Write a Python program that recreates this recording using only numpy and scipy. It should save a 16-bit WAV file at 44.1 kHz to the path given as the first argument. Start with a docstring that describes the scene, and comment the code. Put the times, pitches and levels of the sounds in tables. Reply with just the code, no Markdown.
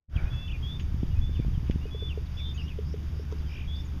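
"""A dirt field ringed by trees, heard in mono from the microphone of a hand-panned camera.
Birds in the trees whistle, slur, chip, buzz and warble, each note one gliding tone with a faint echo.
Wind rumbles on the microphone over distant outdoor noise, and a few steps scuff the dirt.
Closest of all, the camera's motor hums faintly and its body bumps, knocks and clicks as it is panned."""
import sys
import numpy as np
from scipy import signal
from scipy.fft import rfft, irfft
from scipy.io import wavfile

SR = 44100
rng = np.random.default_rng(int(sys.argv[2]) if len(sys.argv) > 2 else 0)


def output_pcm(signal):
    """Save a mono or channel-first signal as 16-bit PCM at the path in sys.argv[1].

    Samples are clipped to [-1, 1] before scaling.
    """
    pcm = np.clip(np.atleast_2d(signal).T, -1, 1) * 32767
    wavfile.write(sys.argv[1], SR, np.round(pcm).astype(np.int16))


N = 176400
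T = np.arange(N) / SR
FREQS = np.fft.rfftfreq(N, 1 / SR)


def amp(db):
    """Decibels to gain."""
    return 10 ** (np.asarray(db) / 20)


def unit(x):
    """Scales to rms 1."""
    return x / np.sqrt(np.mean(x ** 2) + 1e-20)


def curve(points, t):
    """Joins (time, value) points by straight lines."""
    return np.interp(t, *np.transpose(points))


def colour(x, spectrum):
    """Filters by (frequency [Hz], level [dB]) points and scales to rms 1."""
    f, db = np.transpose(spectrum)
    hz = np.fft.rfftfreq(len(x), 1 / SR)
    gain = amp(np.interp(np.log(hz + 1), np.log(f), db))
    return unit(irfft(rfft(x) * gain, len(x)))


def noise(spectrum, n=N):
    """Coloured noise of rms 1."""
    return colour(rng.standard_normal(n), spectrum)


def drift(rate_hz):
    """Slow random wander of rms 1."""
    return unit(irfft(rfft(rng.standard_normal(N)) * np.exp(-(FREQS / rate_hz) ** 2), N))


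def add(mix, start, sound):
    """Mixes a sound in at start seconds."""
    part = mix[max(round(start * SR), 0):][:len(sound)]
    part += sound[:len(part)]


# wind right on the microphone (frequency [Hz], level [dB])
WIND_SPECTRUM = [(4, -18), (14, -1), (30, 0), (50, 0), (85, -2), (125, -9), (170, -16), (220, -24),
                 (300, -30), (400, -42), (700, -62), (2000, -90)]
# its rise and fall (time [s], level [dB])
WIND_LEVEL = [(.1, -38), (.33, -34), (.55, -36.5), (.9, -33), (1.2, -30.5), (1.55, -32), (1.85, -38.5),
              (2.4, -38), (3.1, -40), (4, -40.5)]

def wind():
    """Wind buffets the microphone in low, lumpy gusts."""
    gusts_db = 2.4 * drift(16)
    return noise(WIND_SPECTRUM) * amp(curve(WIND_LEVEL, T) + gusts_db)


# rumble from far off (frequency [Hz], level [dB])
RUMBLE_SPECTRUM = [(20, -1), (90, 0.5), (160, -2.5), (220, -11), (300, -12), (400, -18.5), (700, -34),
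                   (2000, -67)]

def far_rumble():
    """A low rumble wavers about a steady level."""
    return noise(RUMBLE_SPECTRUM) * amp(-45 + 2.5 * drift(16))


# distant outdoor noise and microphone hiss (frequency [Hz], level [dB])
AIR_SPECTRUM = [(100, -2.5), (350, 1.5), (600, 1), (1000, 2), (1500, 0), (2000, -2), (3200, -2.5),
                (4800, -5.5), (6000, -10.5), (6800, -14), (7400, -30), (8500, -31.5), (9700, -20.5),
                (12000, -18), (15000, -20.5)]

def open_air():
    """A smooth, almost even bed of noise."""
    return noise(AIR_SPECTRUM) * amp(-56 + .5 * drift(7.2))


# motor lines, right beside the microphone (frequency [Hz], level [dB])
MOTOR_LINES = [(73.8, -36.7), (120, -51), (151, -52), (174, -55), (240, -63), (1066, -77), (4733, -81),
               (6595, -83), (11326, -92), (12710, -91), (14567, -92)]
# electrical buzz in the camera (frequency [Hz], level [dB])
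TICK_SPECTRUM = [(1000, -14), (5000, 3.5), (7500, -3), (8500, -3.5), (10000, -21.5), (15000, -26.5)]

def camera_hum(tick_hz=59.94):
    """The motor's low hum drifts in pitch under a fixed whine; fast electrical ticks buzz faintly."""
    motor_time = np.cumsum(1 + .005 * drift(3.64)) / SR
    hum = np.zeros(N)
    for hz, db in MOTOR_LINES:
        gain = np.sqrt(2) * amp(db + 1.6 * drift(18))
        cycles = hz * (motor_time if hz < 1000 else T)
        hum += gain * np.sin(2 * np.pi * (cycles + rng.random()))
    ticks = np.diff(np.floor(T * tick_hz), prepend=0)
    return hum + amp(-76.5) * colour(ticks, TICK_SPECTRUM)


# a soft rush in the background (frequency [Hz], level [dB])
RUSH_SPECTRUM = [(200, -7), (650, 5), (1000, -4.5), (1500, 6), (2000, -5.5), (4000, -15.5), (9000, -66)]
# its rise and fall (time [s], level [dB])
RUSH_LEVEL = [(.1, -58.5), (.17, -50.5), (.27, -51), (.4, -59.5), (.7, -92), (1.1, -93)]

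def rush():
    """Midrange noise rises briefly at the start and dies away."""
    return noise(RUSH_SPECTRUM) * amp(curve(RUSH_LEVEL, T))


# unsteadiness of the birds' voices, as factors on pitch and level
PITCH_WAVER, LEVEL_FLUTTER = 1 + .0052 * drift(120), amp(drift(41))
PITCH_JITTER = 1 + .0354 * drift(500)

def sing(mix, start, hz, db, rise_s=.0031, fall_s=.0067):
    """Adds one bird note: a near-pure tone on a pitch curve, with a quick rise and fall."""
    t = np.arange(len(hz)) / SR
    at = (round(start * SR) + np.arange(len(hz))) % N
    ramp = np.clip(np.minimum(t / rise_s, (t[-1] - t) / fall_s), 0, 1)
    tone = np.sqrt(2) * np.sin(2 * np.pi * np.cumsum(hz * PITCH_WAVER[at]) / SR)
    add(mix, start, amp(db) * np.sin(np.pi / 2 * ramp) * LEVEL_FLUTTER[at] * tone)


# held whistles from the trees
# (time [s], length [s], first pitch [Hz], last pitch [Hz], level [dB], flick height [Hz])
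WHISTLES = [(.152, 0.022, 3130, 3340, -51.5, 11), (.255, 0.045, 2390, 2530, -56, -9),
            (.302, 0.2, 3376, 3476, -49.5, 0), (.33, 0.26, 2620, 2734, -56, -8),
            (.626, 0.15, 3200, 3560, -45, 215), (1.11, 0.039, 2900, 2860, -62, 0.5),
            (1.157, 0.043, 2526, 2520, -57.5, 0), (1.212, 0.083, 3410, 3494, -52.5, -5),
            (1.286, 0.14, 3510, 3506, -58.5, 3), (1.81, 0.053, 2715, 2920, -57, 2),
            (1.862, 0.042, 2510, 2530, -58.5, 0), (1.908, 0.1, 3356, 3480, -51, -11),
            (1.988, .108, 3490, 3485, -43.5, 0), (2.369, .156, 3450, 3550, -44, 380),
            (2.452, .065, 3150, 3250, -56, 0), (2.542, 0.033, 2516, 2640, -55, 8),
            (2.625, 0.086, 2785, 2880, -56.5, 12), (3.455, 0.038, 3120, 3100, -62, 4),
            (3.675, 0.14, 3290, 3535, -46.5, 257)]

def whistles(flick_rate_hz=82):
    """A bird's pitch glides and levels off, with sharp little flicks on some notes."""
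    out = np.zeros(N)
    for start, length, first, last, db, flick_hz in WHISTLES:
        t = np.arange(0, length, 1 / SR)
        progress = t / length
        glide = last + (first - last) * (1 - progress) ** 1.5
        flicks = abs(np.cos(np.pi * flick_rate_hz * t)) ** 44 * np.sin(np.pi * progress) ** .5
        sing(out, start, glide + flick_hz * flicks, db - 4.5 * (2 * progress - 1) ** 2)
    return out


def tree_echo(song, t60_s=.45, scatter_s=.024):
    """The song arrives with quick scatter from nearby branches and a faint echo from the trees."""
    t = T[:SR]
    tail = rng.standard_normal(SR) * amp(-60 * t / t60_s) * np.minimum(t / .042, 1)
    scatter = rng.standard_normal(SR) * np.exp(-t / scatter_s)
    response = amp(-18) * tail / np.linalg.norm(tail) + amp(-20) * scatter / np.linalg.norm(scatter)
    return song + signal.fftconvolve(song, response)[:N]


# slurred notes from the trees
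# (time [s], length [s], first pitch [Hz], last pitch [Hz], level [dB], settling rate [per note])
SLURS = [(.162, 0.043, 3440, 2320, -47, 6.9), (0.478, 0.033, 3510, 2430, -47.5, 3.4),
         (0.501, 0.027, 2590, 3570, -48.5, 0.36), (.516, 0.053, 3380, 2375, -47.5, 6.3),
         (1.027, 0.014, 2980, 3610, -58, 0.23), (1.346, 0.036, 3540, 2550, -55, 2.2),
         (1.386, 0.058, 2500, 2250, -59.5, 1.3), (1.537, 0.036, 3400, 2900, -59, .8),
         (2.089, 0.047, 3360, 2566, -46, 1.8), (2.255, 0.027, 4600, 3330, -60, 0.25),
         (2.377, 0.052, 3150, 2200, -56.5, 2.6), (2.493, 0.013, 5250, 4560, -58, .3),
         (2.565, 0.023, 3370, 5280, -57, .3), (2.575, 0.054, 3170, 2680, -46.5, 1.65),
         (2.679, 0.011, 2740, 3400, -46.5, .3), (2.69, .044, 3510, 2350, -51, 3.2),
         (3.08, 0.026, 4800, 3320, -65, 0.26), (3.382, 0.042, 5350, 3230, -61, .9),
         (3.754, 0.022, 4250, 5250, -55, .3)]

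def slurs():
    """A bird sweeps a slightly rough note along an exponential glide, fading a little."""
    out = np.zeros(N)
    for start, length, first, last, db, settle in SLURS:
        progress = np.arange(0, length, 1 / SR) / length
        glide = first + (last - first) * np.expm1(-settle * progress) / np.expm1(-settle)
        jitter = np.roll(PITCH_JITTER, -round(start * SR))[:len(glide)]
        sing(out, start, glide * jitter, db - 3 * progress ** 2)
    return out


# handling bumps, straight into the microphone (time [s], level [dB], width [s], push [signed factor])
BUMPS = [(0.164, -16.5, 0.0018, 1), (0.945, -24, 0.0017, -2), (1.032, -20, 0.00084, -1),
         (1.0338, -15.5, 0.0014, 1), (1.193, -16, 0.0053, 0.81), (1.295, -24, 0.00083, 0.8),
         (1.395, -18, 0.0013, 1), (1.4, -10, 0.0012, -0.59), (1.449, -27, 0.00075, 1),
         (1.467, -15.5, 0.0025, -1.44), (1.483, -16.5, 0.0018, -0.88), (1.579, -16, 0.0022, -1.32),
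         (1.632, -18.5, 0.0019, -0.69), (1.699, -10.5, 0.00095, 0.8), (1.76, -18, .0014, -1.2)]

def bumps(rebound_widths=3):
    """Each dull bump pushes the camera one way, inside a wider, weaker rebound the other way."""
    out, t = np.zeros(N), T[:SR // 10]
    centre = t[-1] / 2
    for time, db, width, strength in BUMPS:
        offset = (t - centre) / width
        push = 1 / np.cosh(np.clip(offset * np.pi / 2, -50, 50))
        rebound = np.exp(-(offset / rebound_widths) ** 2 / 2) / (rebound_widths * np.sqrt(np.pi / 2))
        add(out, time - centre, strength * amp(db) * (push - rebound))
    return out


# shoes on the dirt of the field (time [s], level [dB], decay [s])
SCUFFS = [(0.796, -44, 0.014), (1.665, -56.5, 0.06), (1.709, -43, 0.0089), (1.717, -51.5, .008)]
# dry grit (frequency [Hz], level [dB])
GRIT_SPECTRUM = [(300, -47), (1000, -8.5), (2000, 7), (3000, 11), (4500, -1), (6300, -9.5), (9000, -41),
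                 (15000, -22)]

def steps(rise_s=.00034):
    """Grit crunches briefly under a shoe."""
    out, t = np.zeros(N), T[:SR // 5]
    for start, db, decay in SCUFFS:
        grains = rng.standard_normal(len(t)) * amp(2.2 * rng.exponential(1, len(t)).clip(0, 4))
        envelope = np.minimum(t / rise_s, 1) * np.exp(-t / decay)
        add(out, start, amp(db) * colour(grains, GRIT_SPECTRUM) * envelope)
    return out


# thin chips from the trees (time [s], level [dB])
CHIPS = [(0.8, -63.5), (2.542, -59.5), (3.845, -65)]
# the arch of one chip (time [s], pitch [Hz])
CHIP_PITCH = [(0, 6410), (.006, 6600), (.012, 6930), (.036, 6140)]

def chips():
    """A bird's short, high note arches up and falls."""
    out = np.zeros(N)
    arch = curve(CHIP_PITCH, np.arange(0, CHIP_PITCH[-1][0], 1 / SR))
    for start, db in CHIPS:
        sing(out, start, arch, db)
    return out


# knocks on the body that holds the microphone (time [s], level [dB])
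KNOCKS = [(1.854, -35.5), (1.946, -33.5), (2.023, -33.5), (2.174, -30.5), (2.787, -29), (2.94, -31.5),
          (3.195, -37.5), (3.323, -33)]
# modes of that body (frequency [Hz], level [dB], time to fall 60 dB [s])
BODY_MODES = [(420, -3.5, 0.084), (446, -5, 0.067), (336, -28, 0.03)]

def knocks(rise_s=.0021):
    """Each knock rings the camera's hollow body, with a faint gritty tick on top."""
    out, t = np.zeros(N), T[:SR // 10]
    modes = sum(amp(db - 60 * t / t60) * np.sin(2 * np.pi * hz * t) for hz, db, t60 in BODY_MODES)
    ring = np.minimum(t / rise_s, 1) * modes
    for start, db in KNOCKS:
        tick = amp(-29) * noise(GRIT_SPECTRUM, len(t)) * np.exp(-t / .0085)
        add(out, start, amp(db) * (ring + tick))
    return out


# faint, high buzzes from the trees (time [s], length [s], level [dB])
BUZZES = [(2.318, 0.092, -65.5), (2.588, .075, -61.5), (2.847, 0.093, -63), (3.144, 0.095, -65.5),
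          (3.471, .09, -62), (3.766, 0.062, -64)]

def buzzes(first_hz=4750, last_hz=5510, swing_hz=400, rate_hz=110):
    """A bird swings its rising pitch so fast that the note buzzes."""
    out = np.zeros(N)
    for start, length, db in BUZZES:
        t = np.arange(0, length, 1 / SR)
        glide = first_hz + (last_hz - first_hz) * t / length
        swing = swing_hz * signal.sawtooth(2 * np.pi * rate_hz * t, width=.75)
        sing(out, start, glide + swing, db)
    return out


# a midrange band in the distance (frequency [Hz], level [dB])
SWELL_SPECTRUM = [(500, -28), (1100, -15.5), (1500, 6), (2000, -7), (3500, -31)]
# its rise and fall (time [s], level [dB])
SWELL_LEVEL = [(2.8, -88), (3.15, -66), (3.45, -64.5), (3.8, -86)]

def far_swell():
    """The distant noise swells slightly near the end."""
    return noise(SWELL_SPECTRUM) * amp(curve(SWELL_LEVEL, T))


# casing clicks, right beside the microphone (time [s], level [dB])
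CLICKS = [(3.316, -46), (3.3235, -43.5)]
# their colour (frequency [Hz], level [dB])
CLICK_SPECTRUM = [(600, 0), (1100, 13), (1600, -8), (3500, -3), (6300, -2), (9000, -38), (15000, -21)]

def casing_clicks(decay_s=.0034):
    """The camera's casing gives a small double snap."""
    out, t = np.zeros(N), T[:SR // 10]
    for start, db in CLICKS:
        add(out, start, amp(db) * noise(CLICK_SPECTRUM, len(t)) * np.exp(-t / decay_s))
    return out


def warble(start_s=3.491, length_s=.177, rate_hz=49.5, low_hz=2328, swing_hz=970, rasp_hz=480):
    """One bird note dips in scallops, softer at each high cusp; a fast tremble makes it rasp."""
    out, t = np.zeros(N), np.arange(0, length_s, 1 / SR)
    cusp = 1 - np.sin(np.pi * (rate_hz * t % 1) ** .8)
    pitch = (low_hz + swing_hz * cusp) * PITCH_JITTER[:len(t)]
    rasp_cycles = np.cumsum(rasp_hz * (1 + .25 * drift(220)[:len(t)])) / SR
    rasp_db = 20 * np.log10(1 + .45 * np.sin(2 * np.pi * rasp_cycles))
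    arch_db = -7 * (2 * t / length_s - 1) ** 2
    sing(out, start_s, pitch, -49 - 7 * cusp + arch_db + rasp_db)
    return out


def scene():
    """The whole field as it reaches the one microphone."""
    birds = tree_echo(whistles() + slurs() + chips() + buzzes() + warble())
    close = steps() + bumps() + knocks() + casing_clicks() + wind() + camera_hum()
    background = far_rumble() + open_air() + rush() + far_swell()
    return (birds + close + background)[None]


# dips in the camera's response (frequency [Hz], width [Hz], gain [dB])
NOTCHES = [(4178, 280, -11.5), (8740, 460, -8.5), (12600, 140, -31)]
# the camera's fade-in, bass side (time [s], gain [dB])
BASS_FADE = [(0, -58), (.075, -61), (.088, -10), (.15, 2)]
# and treble side (time [s], gain [dB])
TREBLE_FADE = [(0, -68), (.085, -49), (.098, -14), (.125, -8), (.16, 0)]

def record(dry, crossover_hz=400, limit_hz=15350):
    """The camera fades in, bass first; its response has narrow dips and a band limit."""
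    dips_db = sum(db * np.exp(-((FREQS - hz) / width) ** 2) for hz, width, db in NOTCHES)
    spectrum = rfft(dry) * amp(dips_db)
    bass_share = 1 / (1 + (FREQS / crossover_hz) ** 4)
    bass = irfft(spectrum * bass_share, N) * amp(curve(BASS_FADE, T))
    treble = irfft(spectrum * (1 - bass_share), N) * amp(curve(TREBLE_FADE, T))
    lowpass = signal.firwin(511, limit_hz, window=("kaiser", 9), fs=SR)
    return signal.oaconvolve(bass + treble, lowpass[None], "same")


dry = scene()
out = record(dry)
output_pcm(out)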